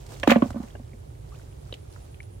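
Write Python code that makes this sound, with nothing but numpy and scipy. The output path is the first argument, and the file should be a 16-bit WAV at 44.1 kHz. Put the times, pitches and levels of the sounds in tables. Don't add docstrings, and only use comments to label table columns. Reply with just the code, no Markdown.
import sys
import numpy as np
from scipy import signal
from scipy.fft import rfft, irfft
from scipy.io import wavfile
from scipy.ndimage import uniform_filter1d

SR = 44100
rng = np.random.default_rng(int(sys.argv[2]) if len(sys.argv) > 2 else 0)


def log_audio(samples):
    frames = np.atleast_2d(samples).T
    limited = np.clip(frames, -1, 1)
    pcm = np.round(limited * 32767).astype(np.int16)
    wavfile.write(sys.argv[1], SR, pcm)


N = 105840
T = np.arange(N) / SR
OPPOSITE = np.array([[1], [-1]])
WIDE_LIKENESS = 0.05
PLOP_PAN_DB, WET_PAN_DB, FIELD_PAN_DB = -4, -1.5, -3
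LARGE_SWELL_S = 0.0049


def from_db(db):
    return 10 ** (np.asarray(db) / 20)


def rms_one(x):
    return x / np.sqrt(np.mean(x ** 2) + 1e-20)


def pan(db):
    return from_db(db * OPPOSITE / 2)


def spread(pair, likeness):
    shared = np.sqrt(1 + likeness) * pair[0]
    apart = np.sqrt(1 - likeness) * pair[1] * OPPOSITE
    return (shared + apart) / np.sqrt(2)


def band(x, low_hz, high_hz):
    return signal.sosfilt(signal.butter(2, [low_hz, high_hz], "band", fs=SR, output="sos"), x)


def colour(x, points):
    hz, db = np.transpose(points)
    log_hz = np.log(np.maximum(np.arange(N // 2 + 1) * SR / N, 1))
    below = np.maximum(np.log(hz[0]) - log_hz, 0)
    above = np.maximum(log_hz - np.log(hz[-1]), 0)
    curve_db = np.interp(log_hz, np.log(hz), db) - 14.0 * (below + above)
    return rms_one(irfft(rfft(x) * from_db(curve_db), N))


def dying(t, t60):
    return np.exp(-np.log(1000) * np.maximum(t, 0) / t60)


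def add(out, start_s, sound):
    i = int(start_s * SR)
    out[:, i:i + sound.shape[-1]] += sound[..., :N - i]


def noise_pair():
    return rng.standard_normal((2, N))


def grains(per_s):
    extra_db = 2 * np.minimum(rng.exponential(1, (2, N)), 5)
    sizes = from_db(extra_db) * rng.choice([-1, 1], (2, N))
    return sizes * (rng.random((2, N)) < per_s / SR)


def droplets(per_s, low_hz, high_hz, level_db):
    out, t = np.zeros((2, N)), T[:SR // 40]
    for when, pitch, size, side in rng.random((int(per_s * N / SR), 4)):
        hz = low_hz * (high_hz / low_hz) ** pitch
        ring = np.sin(2 * np.pi * hz * t + side * OPPOSITE)
        add(out, when * T[-1], size ** 2 * ring * dying(t, 16 / hz))
    return from_db(level_db) * rms_one(out)


def spatter(size):
    impacts_per_s, impact_share = 2500, 0.73
    hits = rng.random((2, size)) < impacts_per_s / SR
    impacts = rms_one(rng.standard_normal((2, size)) * hits)
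    hiss = rng.standard_normal((2, size))
    return spread(impact_share * impacts + (1 - impact_share) * hiss, likeness=0.057)


# frequency_hz, relative density_db (per Hz)
RUMBLE_SPECTRUM = [(12, -53), (25, -21), (38, -8.5), (53, 2.5), (80, -1), (118, 0.5), (150, -6), (180, -19),
                   (260, -23.5), (400, -21.5), (600, -83)]
# frequency_hz, relative density_db (per Hz)
HUSH_SPECTRUM = [(300, -2), (365, 6), (560, 3.5), (950, -3), (1500, -14.5)]
# frequency_hz, relative density_db (per Hz)
AIR_SPECTRUM = [(250, 0.5), (400, 3.5), (600, -4.5), (950, -13.5), (1500, -16.5), (3000, -18.5),
                (5500, -22.5), (8500, -21), (11500, -24.5), (15000, -31)]


def field():
    rumble_db, hush_db, air_db = -42.5, -57, -56.5
    rumble = from_db(rumble_db) * colour(spread(noise_pair(), likeness=0.97), RUMBLE_SPECTRUM)
    hush = from_db(hush_db) * colour(rng.standard_normal(N), HUSH_SPECTRUM) * OPPOSITE
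    air = from_db(air_db) * colour(spread(noise_pair(), WIDE_LIKENESS), AIR_SPECTRUM)
    return rumble + hush + air


# pitch_hz, width_hz, level_db (before pulsing and swell), time of one pulse_s,
# pulsing depth (0-1)
INSECT_NOTES = [(9380, 310, -67.5, 1.4, 0.54), (10300, 130, -68.5, 2.14, 1)]


def insect():
    period_s, swell_db_per_s, loudest_s = 0.104, 6.5, 2.2
    out = np.zeros((2, N))
    for pitch_hz, width_hz, level_db, pulse_s, depth in INSECT_NOTES:
        beat = np.cos(2 * np.pi * (T - pulse_s) / period_s)
        dip = 0.5 - 0.5 * np.tanh(2 * beat)
        note = rms_one(band(noise_pair(), pitch_hz - width_hz / 2, pitch_hz + width_hz / 2))
        out += from_db(level_db) * (1 - depth * dip) * note
    return out * from_db(swell_db_per_s * np.minimum(T - loudest_s, 0))


# time_s, level_db (of the crackle before panning)
RUSTLE_LEVEL = [(0, -53.5), (.07, -54.5), (.12, -44.5), (.2, -51.5), (.215, -52), (.35, -49), (.41, -52),
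                (.48, -47), (.54, -56.5), (.66, -53.5), (.8, -62.5), (1.22, -65), (1.36, -55.5),
                (1.55, -62.5), (1.73, -56.5), (1.83, -64.5), (1.94, -55.5), (2.07, -59.5), (2.4, -73.5)]
# frequency_hz, relative density_db (per Hz)
RUSTLE_SPECTRUM = [(300, 13), (700, 12.5), (1500, 0.5), (4500, -1.5), (7500, -1), (10000, -8.5),
                   (15000, -11)]


def rustle():
    crackle = colour(spread(grains(per_s=2200), WIDE_LIKENESS), RUSTLE_SPECTRUM)
    trickle = droplets(per_s=74, low_hz=1200, high_hz=8006, level_db=-11.5)
    level = from_db(np.interp(T, *np.transpose(RUSTLE_LEVEL)))
    return level * (crackle + trickle)


# start_s, level_db (before decay and panning)
SNAPS = [(0.065, -47), (0.199, -41), (0.2342, -38.5), (.5050, -43), (0.63, -52), (1.74, -46.5),
         (1.925, -52), (2.23, -52)]


def snaps():
    out, t = np.zeros((2, N)), T[:SR // 20]
    for start_s, level_db in SNAPS:
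        crack = rms_one(band(spatter(len(t)), low_hz=1500, high_hz=8550))
        add(out, start_s, from_db(level_db) * crack * dying(t, t60=0.034))
    return out * pan(WET_PAN_DB)


# start_s, peak_db (before panning), pitch_hz
BUMPS = [(0.202, -31.5, 75.4), (0.426, -27.5, 115), (0.482, -30.5, 87), (0.507, -29, 75.5)]


def bumps():
    out, t = np.zeros((2, N)), T[:int(0.03 * SR)]
    for start_s, peak_db, pitch_hz in BUMPS:
        add(out, start_s, from_db(peak_db) * np.hanning(len(t)) * np.sin(2 * np.pi * pitch_hz * t))
    return out * pan(PLOP_PAN_DB)


# start_s, level_db (before shaping and panning), centre_hz, t60_s
SLAPS = [(0.2314, -24.5, 2430, 0.032), (0.2736, -26, 1660, 0.066), (0.2743, -10.5, 720, 0.023),
         (0.297, -18, 1310, 0.072), (0.3024, -23, 1820, 0.053), (0.306, -20, 2340, 0.042),
         (0.3157, -19.5, 1980, 0.05), (0.3218, -19, 1980, 0.0093), (0.3333, -31.5, 1350, 0.091),
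         (0.353, -31.5, 1940, 0.038), (.3590, -9.5, 474, 0.012), (0.364, -36.5, 2600, 0.037),
         (0.4209, -18.5, 840, 0.024), (0.421, -41.5, 2620, 0.083), (0.5038, -38, 1060, 0.017),
         (1.03, -51, 620, 0.019), (0.568, -44, 890, 0.088), (0.607, -47, 756, 0.3),
         (0.636, -49, 1470, 0.019), (0.675, -55, 1710, .02), (0.751, -48.5, 1690, 0.015),
         (.7525, -39, 504, 0.05), (1.7259, -27.5, 385, 0.012), (1.725, -40.5, 3300, 0.026),
         (1.739, -42.5, 3280, 0.043), (1.9610, -42.5, 1090, 0.016), (2.144, -48.5, 2500, 0.016),
         (2.203, -46, 2140, 0.014)]


def slaps():
    half_width, rise_s = 1.347, 0.00049
    wash_db, wash_t60_s = -22, 0.28
    out, t = np.zeros((2, N)), T[:SR // 4]
    soften = signal.butter(3, 3730, fs=SR, output="sos")
    for start_s, level_db, centre_hz, t60_s in SLAPS:
        noise = band(spatter(len(t)), centre_hz / half_width, centre_hz * half_width)
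        noise = rms_one(signal.sosfilt(soften, noise))
        power = uniform_filter1d(np.mean(noise ** 2, axis=0), size=300)
        noise = noise / np.sqrt(power + 1e-9)
        burst = dying(t - 2 * rise_s, t60_s)
        wash = from_db(wash_db) * dying(t, wash_t60_s)
        shape = np.minimum(t / rise_s, 1) * (burst + wash)
        add(out, start_s, from_db(level_db) * noise * shape)
    return out * pan(WET_PAN_DB)


# start_s, level_db (before panning), pitch_hz (settled), t60_s,
# overtones_db (offset for the ring table), fall_hz (starting pitch above the settled one)
PLOPS = [(0.233, -27.5, 277, 0.013, -19.5, 109), (0.2747, -6, 276, 0.058, -20, 350),
         (.2880, -13, 220.6, 0.19, -24, -2), (0.2972, -22, 224, 0.09, -17, 93),
         (0.3156, -10, 235.8, 0.12, -6, 180), (0.3602, -7.5, 227, 0.093, -15, 98),
         (.4230, -5.5, 241, 0.033, -19, 284), (0.441, -27, 239, 0.073, -32.5, -11),
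         (0.456, -21, 235, 0.056, -40, 2), (.5040, -31, 240, 0.044, -33.5, 100),
         (0.544, -28, 238, 0.048, -37, 100), (.5590, -21.5, 229.6, 0.12, -32, 219),
         (0.6, -21, 226, 0.038, -39, 114), (.6340, -30.5, 225, 0.063, -41, 104),
         (0.7511, -44.5, 253, 0.058, -41.5, 102), (.7970, -35.5, 234, 0.073, -46, 297),
         (0.935, -42.5, 236, 0.074, -55, -2)]
# pitch_hz, level_db (added to overtones_db), t60_s
OVERTONES = [(562, 1.5, 0.048), (646, 2, 0.011), (701.6, -11.5, 0.12), (826, -10, 0.035),
             (989, -16.5, 0.087), (1080, -15.5, 0.087), (1169, -15.5, 0.075), (1507, -20, 0.078),
             (1756, -21.5, 0.037)]


def plops():
    glide_s, left_lag_s, overtone_rise_s = 0.0015, 0.000054, 0.0011
    out, t = np.zeros((2, N)), T[:SR // 4]
    ear_t = t - np.array([[left_lag_s], [0]])
    for start_s, level_db, pitch_hz, t60_s, overtones_db, fall_hz in PLOPS:
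        glide_cycles = fall_hz * glide_s * (1 - np.exp(-t / glide_s))
        cycles = pitch_hz * ear_t + glide_cycles
        swell = np.minimum(t / LARGE_SWELL_S, 1) * dying(t - LARGE_SWELL_S, t60_s)
        sound = from_db(level_db) * swell * -np.sin(2 * np.pi * cycles)
        for mode_hz, mode_db, mode_t60_s in OVERTONES:
            apart = rng.uniform(-1.24, 0.7) * min(mode_hz / 760, 1) * OPPOSITE
            ring = np.sin(2 * np.pi * (mode_hz * t + rng.random()) + apart)
            envelope = dying(t, mode_t60_s) * np.minimum(t / overtone_rise_s, 1)
            gain = from_db(overtones_db + mode_db + rng.normal(0, 1))
            sound = sound + gain * ring * envelope
        add(out, start_s, sound)
    return out * pan(PLOP_PAN_DB)


# start_s, peak_db (before onset, decay and panning),
# pitch_hz (at the start), rise (octaves per s), t60_s, pan_db (left over right)
PINGS_AND_BUBBLES = [(.233, -19.5, 1726, 0.89, 0.029, -5), (0.234, -33.5, 5550, 8, 0.017, -3),
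                     (.753, -41, 1620, 1, 0.022, 3), (.754, -50.5, 2840, 1, 0.035, -8),
                     (0.706, -48, 3060, 45, 0.025, -6), (0.933, -42, 2130, 25, 0.012, -1),
                     (1.320, -47.5, 1107, 14.4, 0.11, -1), (1.347, -53.5, 2270, 45, 0.084, 0),
                     (1.396, -48, 1410, 31, 0.021, 4), (1.7252, -24, 2940, 14, 0.0085, 2),
                     (1.7270, -27, 3760, 16, 0.013, 0), (1.7400, -26, 3110, 5, 0.0082, -3),
                     (2.2035, -31.5, 2170, 12, 0.018, 6)]


def pings_and_bubbles():
    out, t = np.zeros((2, N)), T[:SR // 20]
    for start_s, peak_db, pitch_hz, rise, t60_s, pan_db in PINGS_AND_BUBBLES:
        phase = 2 * np.pi * np.cumsum(pitch_hz * 2 ** (rise * t)) / SR
        ring = np.sin(phase + 0.4 * OPPOSITE)
        envelope = np.minimum(t / 0.0007, 1) * dying(t, t60_s)
        add(out, start_s, from_db(peak_db) * ring * envelope * pan(pan_db))
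    return out


# start_s, level_db (of the fine drops before panning), swell_s, t60_s
GUSHES = [(0.2719, -29, 0.005, 0.053), (0.288, -32.5, 0.008, 0.12), (.3035, -25, 0.0037, 0.074),
          (0.316, -39.5, 0.0038, 0.08)]
# frequency_hz, relative density_db (per Hz)
SPRAY_SPECTRUM = [(1500, 0), (3000, 10.5), (4500, 2), (5700, -4.5), (6800, 1.5), (9500, -12), (15000, -7)]


def spray():
    level = np.zeros(N)
    for start_s, level_db, swell_s, t60_s in GUSHES:
        swell = np.clip((T - start_s) / swell_s, 0, 1)
        level += from_db(level_db) * swell * dying(T - start_s - swell_s, t60_s)
    fine = colour(spread(grains(per_s=11000), WIDE_LIKENESS), SPRAY_SPECTRUM)
    ringing = droplets(per_s=904, low_hz=1192, high_hz=4007, level_db=3)
    return level * (fine + ringing) * pan(WET_PAN_DB)


# start_s, peak_db (before onset and decay), pitch_hz (at the start),
# rise (octaves per s), t60_s
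GLOOP = (0.3, -42, 800, 21, 0.2)


def gloop():
    start_s, peak_db, pitch_hz, rise, t60_s = GLOOP
    out, t = np.zeros((2, N)), T[:SR // 20]
    phase = 2 * np.pi * np.cumsum(pitch_hz * 2 ** (rise * t)) / SR
    envelope = np.minimum(t / LARGE_SWELL_S, 1) * dying(t, t60_s)
    add(out, start_s, from_db(peak_db) * np.sin(phase) * envelope * OPPOSITE)
    return out


def scene():
    background = (field() + insect() + rustle()) * pan(FIELD_PAN_DB)
    knocks = snaps() + bumps() + slaps()
    water = plops() + pings_and_bubbles() + spray() + gloop()
    return background + knocks + water


def record(dry):
    rounded = dry / (1 + dry ** 6) ** (1 / 6)
    top_cut = signal.ellip(12, 0.1, 90, 15900, fs=SR, output="sos")
    return signal.sosfilt(top_cut, rounded)


dry = scene()
out = record(dry)
log_audio(out)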